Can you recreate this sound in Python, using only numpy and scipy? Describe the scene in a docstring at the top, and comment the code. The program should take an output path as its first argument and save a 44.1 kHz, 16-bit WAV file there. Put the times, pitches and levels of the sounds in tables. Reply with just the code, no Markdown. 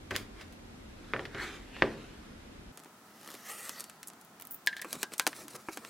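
"""First a flat cardboard mailer slides and knocks on a table in a small room, over a low rumble.
The rumble stops abruptly, leaving a faint hush, and a craft knife rasps, snaps and ticks through the tape.
Next the blade clicks back over its notches and the knife is laid down with a short ring.
Last, fingers pry up the flap: tape and board let go in sharp snaps, with dry rubbing in between,
and the hollow mailer flops back on the table."""
import sys
import numpy as np
from scipy import signal
from scipy.fft import rfft, irfft, next_fast_len
from scipy.io import wavfile
from scipy.ndimage import map_coordinates

SR = 44100
rng = np.random.default_rng(int(sys.argv[2]) if len(sys.argv) > 2 else 0)


def to_wav(sig):
    """Store sig (one row per channel, or 1-D mono) as 16-bit WAV at the path in sys.argv[1].

    Samples outside -1..1 are clipped; the rate is SR.
    """
    pcm = np.clip(np.atleast_2d(sig), -1, 1) * 32767
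    pcm = np.round(pcm).astype(np.int16)
    wavfile.write(sys.argv[1], SR, pcm.T)  # frames by channels


N = 260057
TIME = np.arange(N) / SR

# mailer and hands bumping the table: start_s, level_db, bass_db, treble_db, flutter_db
TABLE_KNOCKS = [(0.1081, -4, 1, 26.5, -1), (0.1098, 9, -5, -23, 3), (0.1468, -12, -13, 12, 8),
                (0.1531, 3.5, -17, 14, 10), (0.1628, 5, -16, 32.5, -17), (0.4114, -11, -5, 24.5, 22),
                (0.523, -27, -7, 40, 18), (1.1355, 14.5, -5.5, -16, -5), (1.1632, 6.5, -7.5, -30, -5),
                (1.1935, 5, -1.5, -13, -7), (1.2528, 0, -10, 9.5, 20), (1.3466, 0, 2, 3, 12),
                (1.7653, -5, -4.5, 1, -7), (1.8219, 22, -3, -10, -10)]
# short hits: start_s, level_db, bass_db, treble_db
NOTCH_CLICKS = [(4.2483, -40, -2, -7), (4.3982, -26, -5, -14), (4.4106, -30, -1, -9),
                (4.4212, -24, 5, -10.5), (4.4512, -35, 0, -4), (4.4705, -38.5, -4.5, 1),
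                (4.5442, -46, -10, 10.5), (4.6627, -29, 5, -3)]  # the blade's slider passes single notches
KNIFE_LANDINGS = [(4.6721, 15, 9.5, 3.5), (4.7283, 0, -15, -15), (4.7664, -4, 7, 6), (4.7807, -16, 9, 11),
                  (4.7941, -4, 5, -13), (4.8157, -13.5, 9, 28.5), (4.8188, 0.5, 19, -24)]  # the knife lands and rocks
MAILER_FLOPS = [(4.8458, -0.5, 3.5, 7), (5.686, 4, 4, -5), (5.8905, -12.5, 8, 14)]  # the mailer drops on the table
KNIFE_SHAKES = [(5.032, -8.5, -9, 0), (5.207, -10, 11, 0)]  # a hard snap shakes the resting knife
# tape and board snap during cutting and prying, with three thin ticks from the blade's tip:
# start_s, level_db, bass_db, treble_db
SNAPS_AND_BLADE_TICKS = [(2.774, -17, 12, 5.5), (2.8579, -17.5, 13, -18), (3.2881, -12.5, 10.5, -19),
                         (3.3419, -11, 9, -19), (3.6936, -7.5, 6.5, 7.5), (3.7978, -15.5, 7, 10),
                         (3.8059, -12.5, 1, 13), (3.8407, -17, 0, 10), (3.8974, -15, -14, 4),
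                         (4.0303, -12, -20, 3.5), (4.0727, -33.5, 13, 32), (4.0827, -32.5, 16, 29),
                         (4.2121, -36.5, 5, 22), (4.9288, -6.5, 7.5, 12), (4.9542, -11, 5, 0),
                         (5.0304, 5, 5, 2.5), (5.1197, -9.5, 2, -15), (5.1369, -10.5, -5, 6.5),
                         (5.1808, -17.5, -12, 16), (5.1902, -24, 10, 14), (5.1965, 11, -2.5, -2),
                         (5.2669, 12, 1.5, -6), (5.2744, 1.5, 10.5, 7.5), (5.3297, -4.5, -23, -21),
                         (5.4815, -13, -2, 3.5), (5.5521, -14.5, 6, 0), (5.7727, -4, 7, -3),
                         (5.8488, -5.5, -23, -10.5)]
# the blade's tip picking at the tape: start_s, length_s, level_db
TIP_CRACKLES = [(2.78, .06, -24.5), (3.195, .16, -21), (4.097, .03, -22)]

# movements that swell and fade: peak_s, level_db, rise_s, fall_s
MAILER_PUSHES = [(.153, -40, 0.045, 0.095), (.412, -50.5, 0.088, 0.064), (.53, -63, 0.033, .05),
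                 (1.2, -51.5, 0.34, 0.14), (1.425, -39, 0.1, 0.19), (1.56, -46.5, .08, 0.054),
                 (1.8, -50, 0.19, 0.74)]  # over hand and table
TAPE_CUTS = [(3.34, -51.5, 0.32, .17), (3.508, -44, 0.12, 0.16), (3.655, -45.5, 0.23, .24),
             (3.785, -49, .22, 0.11)]  # the blade enters, bites, is pulled along and runs out
# movements with a pitch: peak_s, level_db, rise_s, fall_s, pitch_hz
PUSH_NOTES = [(1.4, -38.5, 0.085, 0.14, 1634), (1.76, -50.5, 0.089, .12, 2725)]  # the pushed board, higher when its free part is short
BOARD_RASPS = [(3.66, -53.5, .3, .25, 1910), (3.79, -58, .15, 0.18, 4520)]  # the board under the blade
RETRACT_ZIPS = [(4.512, -41, .008, .06, 15000), (4.545, -42, .01, .02, 15100)]  # the blade sings as it slides into the handle
AIR_PUFFS = [(4.97, -48, 0.055, 0.039, 225), (5.463, -48.5, 0.082, 0.055, 322),
             (5.78, -50, 0.018, .05, 251)]  # the air in the mailer as the flap moves
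# fingers under the flap: peak_s, length_s, rub_db, flex_db
FINGER_RUBS = [(4.946, 0.25, -48, -51), (5.009, .06, -50.5, -61), (5.138, 0.044, -40, -48.5),
               (5.23, 0.092, -50, -65), (5.306, 0.15, -52.5, -60), (5.365, 0.077, -47.5, -69),
               (5.403, 0.14, -45.5, -47), (5.563, 0.17, -48, -51.5), (5.735, 0.16, -50, -69),
               (5.846, 0.13, -51, -52), (5.895, 0.074, -48, -55)]
# how fast the blade cuts: time_s, share_of_top_speed
CUT_SPEED = [(3.27, 0.44), (3.48, .68), (3.52, 0.96), (3.69, .83), (3.8, 0.39)]

# tone, or how strong each sound is from low to high: pitch_hz, level_db
KNOCK_TONE = [(25, -23), (100, 4), (220, -9.5), (480, 2), (900, -7), (1800, -3), (3000, -11.5), (5000, -23),
              (9000, -44), (15000, -50.5)]
SLIDE_TONE = [(150, -31), (250, -13), (330, -2), (500, -9), (700, -6.5), (1050, -7), (1400, -2.5),
              (1750, -3), (2200, -3), (2900, -9), (4050, -14), (7000, -21.5), (12000, -31.5), (15500, -42)]
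SLIT_TONE = [(250, -40), (400, -11.5), (560, -4), (820, -2), (950, -15.5), (1250, 5.5), (1480, -6),
             (1900, 0.5), (2250, -12), (2800, -3.5), (3400, -13), (5000, -10.5), (9000, -12), (13500, -10),
             (15800, -20)]
NOTCH_TONE = [(100, -20), (500, -1), (2000, 5.5), (5000, 6.5), (9000, 12), (12500, 19.5), (15300, 13)]
KNIFE_TONE = [(200, -55), (600, -25.5), (1200, -31), (1750, 2.5), (2500, -10.5), (3600, -6), (6000, -17),
              (10000, -23.5), (15000, -27.5)]
SNAP_TONE = [(30, -40), (120, -23), (300, -5), (600, -5), (1200, 0), (2400, -4.5), (4500, -6.5), (8500, -7),
             (12000, -10.5), (15500, -18.5)]
FLOP_TONE = [(40, -45), (150, -33), (350, 5), (600, -7.5), (1250, -1), (1800, -11.5), (2400, -5),
             (3500, -29), (8000, -26), (15000, -38)]
RUB_TONE = [(710, -39), (1200, -15.5), (1730, -19), (2400, -6), (3290, -18.5), (4000, -13), (5070, -15),
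            (8440, -12), (16000, -23)]
FLEX_TONE = [(76, -27), (130, -11), (223, -9), (486, -6), (647, -5), (731, -16), (1160, -4), (1800, -10),
             (2340, -40), (3960, -120)]
ECHO_TONE = [(25, -13), (100, 2), (400, 1), (2000, 2), (6000, 6.5), (15000, 8)]
RUMBLE_TONE = [(13, -50), (22, -1.5), (49, 0), (95, -2), (122, -9), (242, -3), (387, -11.5), (457, -13.5),
               (837, -20), (1270, -21), (2080, -24), (4030, -29.5), (4890, -31.5), (13200, -41.5),
               (16000, -103)]
HUSH_TONE = [(29, -64), (50, -22), (208, 2.5), (398, -4.5), (572, -9.5), (646, -4), (1070, -5.5),
             (1150, -10), (1270, -2), (1500, -8.5), (2380, -16.5), (3950, -19.5), (4790, -20), (6550, -20),
             (16000, -25)]

# notes that ring after a hit: pitch_hz, level_db, fade_s (time to drop by 60 dB)
TABLE_RING = [(97, -71, 0.26), (224, -57, 0.45), (288, -51.5, 0.27), (366.4, -44, 0.19), (406, -48.5, 0.22),
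              (539.3, -45, 0.11), (988, -55.5, 0.1), (1200, -63.5, 0.21), (1783, -58.5, 0.17)]
BLADE_RING = [(14300, -17, 0.012), (15500, -10, .014)]
KNIFE_RING = [(1006, -58, 0.089), (1624, -44, 0.11), (1732, -35.5, 0.068), (1594, -55, 0.48),
              (1970, -41, 0.022), (2750, -67, 0.026), (3390, -77, .035), (3920, -57, 0.063)]
SHAKEN_KNIFE_RING = [(1020, -39.5, 0.16), (1540, -31.5, 0.11), (1620, -37.5, 0.25)]
MAILER_RING = [(321, -49.5, 0.13), (407, -42.5, 0.044), (770, -55, 0.1), (1230, -66, .07),
               (2380, -66, 0.078)]

# how long flutter (tiny echoes inside a struck thing) and wall echoes last: pitch_hz, fade_s
KNOCK_FADE = [(150, 0.38), (500, 0.26), (1500, 0.05), (5000, 0.057), (15000, 0.091)]
CLICK_FADE = [(200, 0.087), (1000, 0.062), (4000, 0.069), (15000, 0.02)]
ECHO_FADE = [(150, 0.81), (1500, 0.23), (6000, 0.19), (15000, 0.17)]

# stereo width, as the side signal against the middle one: pitch_hz, side_db
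HANDLING_STEREO = [(60, -29), (150, -20), (500, -21), (1500, -23), (3500, -8.5), (9000, -3.5),
                   (14000, -0.5)]
OPENING_STEREO = [(150, -59), (400, -57), (1200, -47), (4000, -20), (9000, -25), (14000, -13)]
RUMBLE_STEREO = [(30, -37), (70, -24), (140, -14), (400, -1.5), (1000, 1), (14000, 2.5)]
HUSH_STEREO = [(180, -70), (400, -17), (1000, -9.5), (2500, -0.5), (14000, -2)]


def mailer_on_table():
    """The mailer bumps and scrapes on the table, and its board sounds a note when pushed."""
    knocks = hits(TABLE_KNOCKS, KNOCK_TONE, KNOCK_FADE, TABLE_RING, HANDLING_STEREO,
                  lag_ms=0.717, flutter_db=3.5, edge_db=-3.5)
    slide = movement(MAILER_PUSHES) * friction(
        SLIDE_TONE, HANDLING_STEREO, catches_per_s=1500, spread_db=-2.5, hiss_db=1, judder_db=1)
    return room(knocks + slide + notes(PUSH_NOTES, width_hz=360), echo_db=-18)


def opening_mailer():
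    """Tape and board snap when cut and pried, the blade's tip ticks, and the mailer puffs and flops."""
    rows = add_flutter(SNAPS_AND_BLADE_TICKS, slope=0.23) + tip_crackle()
    snaps_and_ticks = hits(rows, SNAP_TONE, CLICK_FADE, [], OPENING_STEREO,
                           lag_ms=0.888, flutter_db=-6.5, edge_db=-3)
    flops = hits(add_flutter(MAILER_FLOPS, slope=1), FLOP_TONE, CLICK_FADE, MAILER_RING,
                 OPENING_STEREO, lag_ms=0.85, flutter_db=2.5, edge_db=-3.5)
    shakes = hits(add_flutter(KNIFE_SHAKES, slope=0), KNIFE_TONE, CLICK_FADE, SHAKEN_KNIFE_RING,
                  OPENING_STEREO, lag_ms=1.18, flutter_db=-6, edge_db=6)
    rubbing = finger_rubbing()
    puffs = notes(AIR_PUFFS, width_hz=43, sink_octaves_per_s=2.5)
    low_cut = signal.butter(2, 37, "high", fs=SR, output="sos")
    return room(signal.sosfilt(low_cut, snaps_and_ticks + flops + shakes + rubbing + puffs), echo_db=-35)


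def craft_knife():
    """The blade slits the tape and clicks back into the handle; the knife is put down and rings."""
    clicks = add_flutter(NOTCH_CLICKS + notch_run(), slope=0.1)
    ratchet = hits(clicks, NOTCH_TONE, CLICK_FADE, BLADE_RING, HANDLING_STEREO,
                   lag_ms=2.7, flutter_db=-1, edge_db=-8)
    taps = hits(add_flutter(KNIFE_LANDINGS, slope=0.61), KNIFE_TONE, CLICK_FADE, KNIFE_RING,
                OPENING_STEREO, lag_ms=1.095, flutter_db=-4, edge_db=-10)
    return room(slitting() + ratchet + notes(RETRACT_ZIPS, width_hz=600) + taps, echo_db=-28.5)


def slitting(top_speed_hz=9720, top_speed_db=-3):
    """The blade rasps through the tape; its hiss gets higher and louder as the cut speeds up."""
    speed = np.interp(TIME, *np.transpose(CUT_SPEED))
    rasp = friction(SLIT_TONE, OPENING_STEREO,
                    catches_per_s=4000, spread_db=2.5, hiss_db=-1.5, judder_db=1.4)
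    hiss = from_db(top_speed_db) * speed * pitched_noise(top_speed_hz * speed, width_hz=1400)
    return movement(TAPE_CUTS) * (rasp + hiss) + notes(BOARD_RASPS, width_hz=120)


def finger_rubbing(rise_share=0.52):
    """Fingers rub along the flap while the board groans softly as it bends."""
    rub = friction(RUB_TONE, OPENING_STEREO, catches_per_s=1600, spread_db=4.5, hiss_db=4, judder_db=3.5)
    flex = friction(FLEX_TONE, OPENING_STEREO, catches_per_s=400, spread_db=3, hiss_db=0, judder_db=2.5)
    out = 0
    for peak_s, length_s, rub_db, flex_db in FINGER_RUBS:
        gain = swell(peak_s, 0, rise_share * length_s, (1 - rise_share) * length_s)
        out += gain * (from_db(rub_db) * rub + from_db(flex_db) * flex)
    return out


def tip_crackle(gap_s=0.019, spread_db=4.5, bass_db=9, treble_db=2.5):
    """List the tiny, uneven snaps of the blade's tip working at the tape."""
    return [(s + gap_s * rng.random(), level_db + rng.normal(0, spread_db), bass_db, treble_db, 0)
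            for start_s, length_s, level_db in TIP_CRACKLES
            for s in np.arange(start_s, start_s + length_s, gap_s)]


def notch_run(start_s=4.5092, first_gap_s=0.0071, slowing=1.2, first_db=-45, loss_db=3.5, treble_db=11.5):
    """List four ever weaker clicks as the blade's slider slows down over the notches."""
    gaps_s = first_gap_s * slowing ** np.arange(4)
    times_s = start_s + np.cumsum(gaps_s) - gaps_s
    return [(s, first_db - loss_db * i, 0, treble_db) for i, s in enumerate(times_s)]


def hits(rows, tone, fade, ring, width, lag_ms, flutter_db, edge_db, size=16384):
    """Each hit is a click, its echo from the nearest edge, a flutter of later echoes and ringing notes."""
    out, hz, t = np.zeros((2, N)), pitches(size), np.arange(size) / SR
    bass = at_hz([(400, 1), (1500, 0)], hz)
    treble = at_hz([(2000, 0), (10000, 1)], hz)
    # bending waves carry high notes faster; lag_ms is the delay at 1000 Hz
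    click = np.exp(-4j * np.pi * lag_ms * np.sqrt(hz / 1000))
    edge = from_db(edge_db)
    energy = at_hz(fade, hz) / 0.05  # longer flutter holds more energy
    for start_s, level_db, bass_db, treble_db, extra_flutter_db in rows:
        edge_s = rng.uniform(0.000308, 0.001253)
        direct = click * (1 + edge * np.exp(-2j * np.pi * hz * edge_s)) / np.hypot(1, edge)
        flutter = from_db(flutter_db + extra_flutter_db)
        mid, side = rfft(dying_noise(fade, size))
        mid = (direct + flutter * mid) / np.sqrt(1 + flutter ** 2 * energy)
        side = side * from_db(at_hz(width, hz)) / np.sqrt(energy)
        tilt_db = bass_db * bass + treble_db * treble
        sound = irfft(stereo(mid, side) * tone_filter(at_hz(tone, hz) + tilt_db))
        for pitch_hz, note_db, fade_s in ring:
            gain = from_db(note_db + np.interp(pitch_hz, hz, tilt_db) + rng.normal(0, 1))
            sound += gain * rng.choice([-1, 1]) * np.sin(2 * np.pi * pitch_hz * t) * fade_out(t, fade_s)
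        start = round(start_s * SR)
        out[:, start:start + size] += from_db(level_db) * sound[:, :N - start]
    return out


def add_flutter(rows, slope):
    """Add a flutter_db column: the softer the hit, the more it flutters, by slope dB per dB."""
    hardest_db = max(row[1] for row in rows)
    return [(*row, slope * (hardest_db - row[1])) for row in rows]


def friction(tone, width, catches_per_s, spread_db, hiss_db, judder_db):
    """Fibres catch and let go in tiny uneven clicks, over a smooth hiss; the pressure judders."""
    sizes = from_db(spread_db * np.minimum(rng.exponential(1, N), 4)) * rng.choice([-1, 1], N)
    catches = unit_level(sizes * (rng.random(N) < catches_per_s / SR))
    scrape = edge_echoes(catches + from_db(hiss_db) * rng.standard_normal(N))
    return unit_level(shaped(scrape, tone, width) * from_db(judder_db * drift(28)))


def edge_echoes(sound):
    """Four echoes from the sheet's edges shift as the rubbing spot travels, so the tone wanders."""
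    out = sound.copy()
    for delay_s in np.geomspace(0.00025, 0.002, 4):
        delay_samples = delay_s * SR * np.exp(0.16 * drift(2.2))
        out += 0.36 * map_coordinates(sound, [np.arange(N) - delay_samples], order=3)
    return out


def notes(rows, width_hz, sink_octaves_per_s=0):
    """Each movement stirs up a breathy note whose pitch can sink."""
    out = 0
    for peak_s, level_db, rise_s, fall_s, pitch_hz in rows:
        glide = 2 ** (-sink_octaves_per_s * np.clip(TIME - peak_s, -0.5, 0.5))
        out += swell(peak_s, level_db, rise_s, fall_s) * pitched_noise(pitch_hz * glide, width_hz)
    return out


def pitched_noise(pitch_hz, width_hz):
    """A band of noise around a pitch that can move."""
    phase = 2 * np.pi * np.cumsum(pitch_hz) / SR
    return unit_level(drift(width_hz) * np.cos(phase) + drift(width_hz) * np.sin(phase))


def movement(rows):
    """The loudness of overlapping swells, added in power."""
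    return np.linalg.norm([swell(*row) for row in rows], axis=0)


def swell(peak_s, level_db, rise_s, fall_s):
    """Loudness climbs 20 dB in rise_s to its peak, then drops 20 dB in fall_s."""
    away = np.maximum((peak_s - TIME) / rise_s, (TIME - peak_s) / fall_s)
    return from_db(level_db - 20 * np.minimum(away, 10))


def dying_noise(fade, size):
    """Two separate noises whose seven bands die away, each at its own pace."""
    centres_hz, t = np.geomspace(150, 14000, 7), np.arange(size) / SR
    white, out = rfft(rng.standard_normal((2, size))), 0
    for hz, share in zip(centres_hz, np.eye(7)):
        band = irfft(white * at_hz(np.c_[centres_hz, share], pitches(size)))
        out += band * fade_out(t, at_hz(fade, hz))
    return out * np.sqrt(2 * np.log(1000) / (0.05 * SR))  # energy near 1 for a 0.05 s fade


def shaped(mid, tone, width):
    """Give a sound its tone and stereo width, with level 1 in the middle."""
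    size = next_fast_len(N, real=True)
    hz = pitches(size)
    side = rfft(rng.standard_normal(N), size) * from_db(at_hz(width, hz))
    spectrum = stereo(rfft(unit_level(mid), size), side) * from_db(at_hz(tone, hz))
    out = irfft(spectrum, size)[:, :N]
    return out / np.std(out.mean(axis=0))


def tone_filter(db):
    """A minimum-phase filter: it sets the tone and lets nothing sound before the hit."""
    cepstrum = irfft(np.log(from_db(db)))
    half = len(cepstrum) // 2
    cepstrum[1:half] *= 2
    cepstrum[half + 1:] = 0
    return np.exp(rfft(cepstrum))


def drift(rate_hz):
    """A smooth random wobble of about size 1."""
    pole = np.exp(-2 * np.pi * rate_hz / SR)
    wobble = signal.lfilter([1], [1, -2 * pole, pole * pole], rng.standard_normal(N + SR))
    return unit_level(wobble[SR:])


def at_hz(points, hz):
    """Read between a table's rows, with octaves evenly spaced."""
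    known_hz, values = np.transpose(points)
    return np.interp(np.log(hz + 1), np.log(known_hz), values)


def fade_out(t, fade_s):
    return np.exp(-np.log(1000) * t / fade_s)


def pitches(size):
    return np.fft.rfftfreq(size, 1 / SR)


def from_db(db):
    return 10 ** (np.asarray(db) / 20)


def unit_level(sound):
    return sound / np.sqrt(np.mean(sound ** 2) + 1e-20)


def stereo(mid, side):
    return np.array([mid + side, mid - side])


def room(sound, echo_db, build_s=0.026, size=32768):
    """Add wall echoes that build up quickly and die away."""
    mid, side = dying_noise(ECHO_FADE, size) * (1 - np.exp(-np.arange(size) / SR / build_s))
    echoes = irfft(rfft(stereo(mid, 0.11 * side)) * tone_filter(at_hz(ECHO_TONE, pitches(size))))
    return sound + from_db(echo_db) * signal.fftconvolve(sound, echoes, axes=1)[:, :N]


def background(rumble_db=-51, hush_db=-57.5, switch_s=2.72, blend_s=0.01):
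    """A low rumble gives way at once to a thinner hush."""
    rumble = from_db(rumble_db) * shaped(rng.standard_normal(N), RUMBLE_TONE, RUMBLE_STEREO)
    hush = from_db(hush_db) * shaped(rng.standard_normal(N), HUSH_TONE, HUSH_STEREO)
    hush_share = np.clip((TIME - switch_s) / blend_s + 0.5, 0, 1)
    return (1 - hush_share) * rumble + hush_share * hush


def scene():
    return mailer_on_table() + craft_knife() + opening_mailer() + background()


def record(dry):
    """Cut the highest treble steeply, above 16150 Hz."""
    return signal.sosfilt(signal.ellip(10, 0.2, 80, 16150, fs=SR, output="sos"), dry)


dry = scene()
out = record(dry)
to_wav(out)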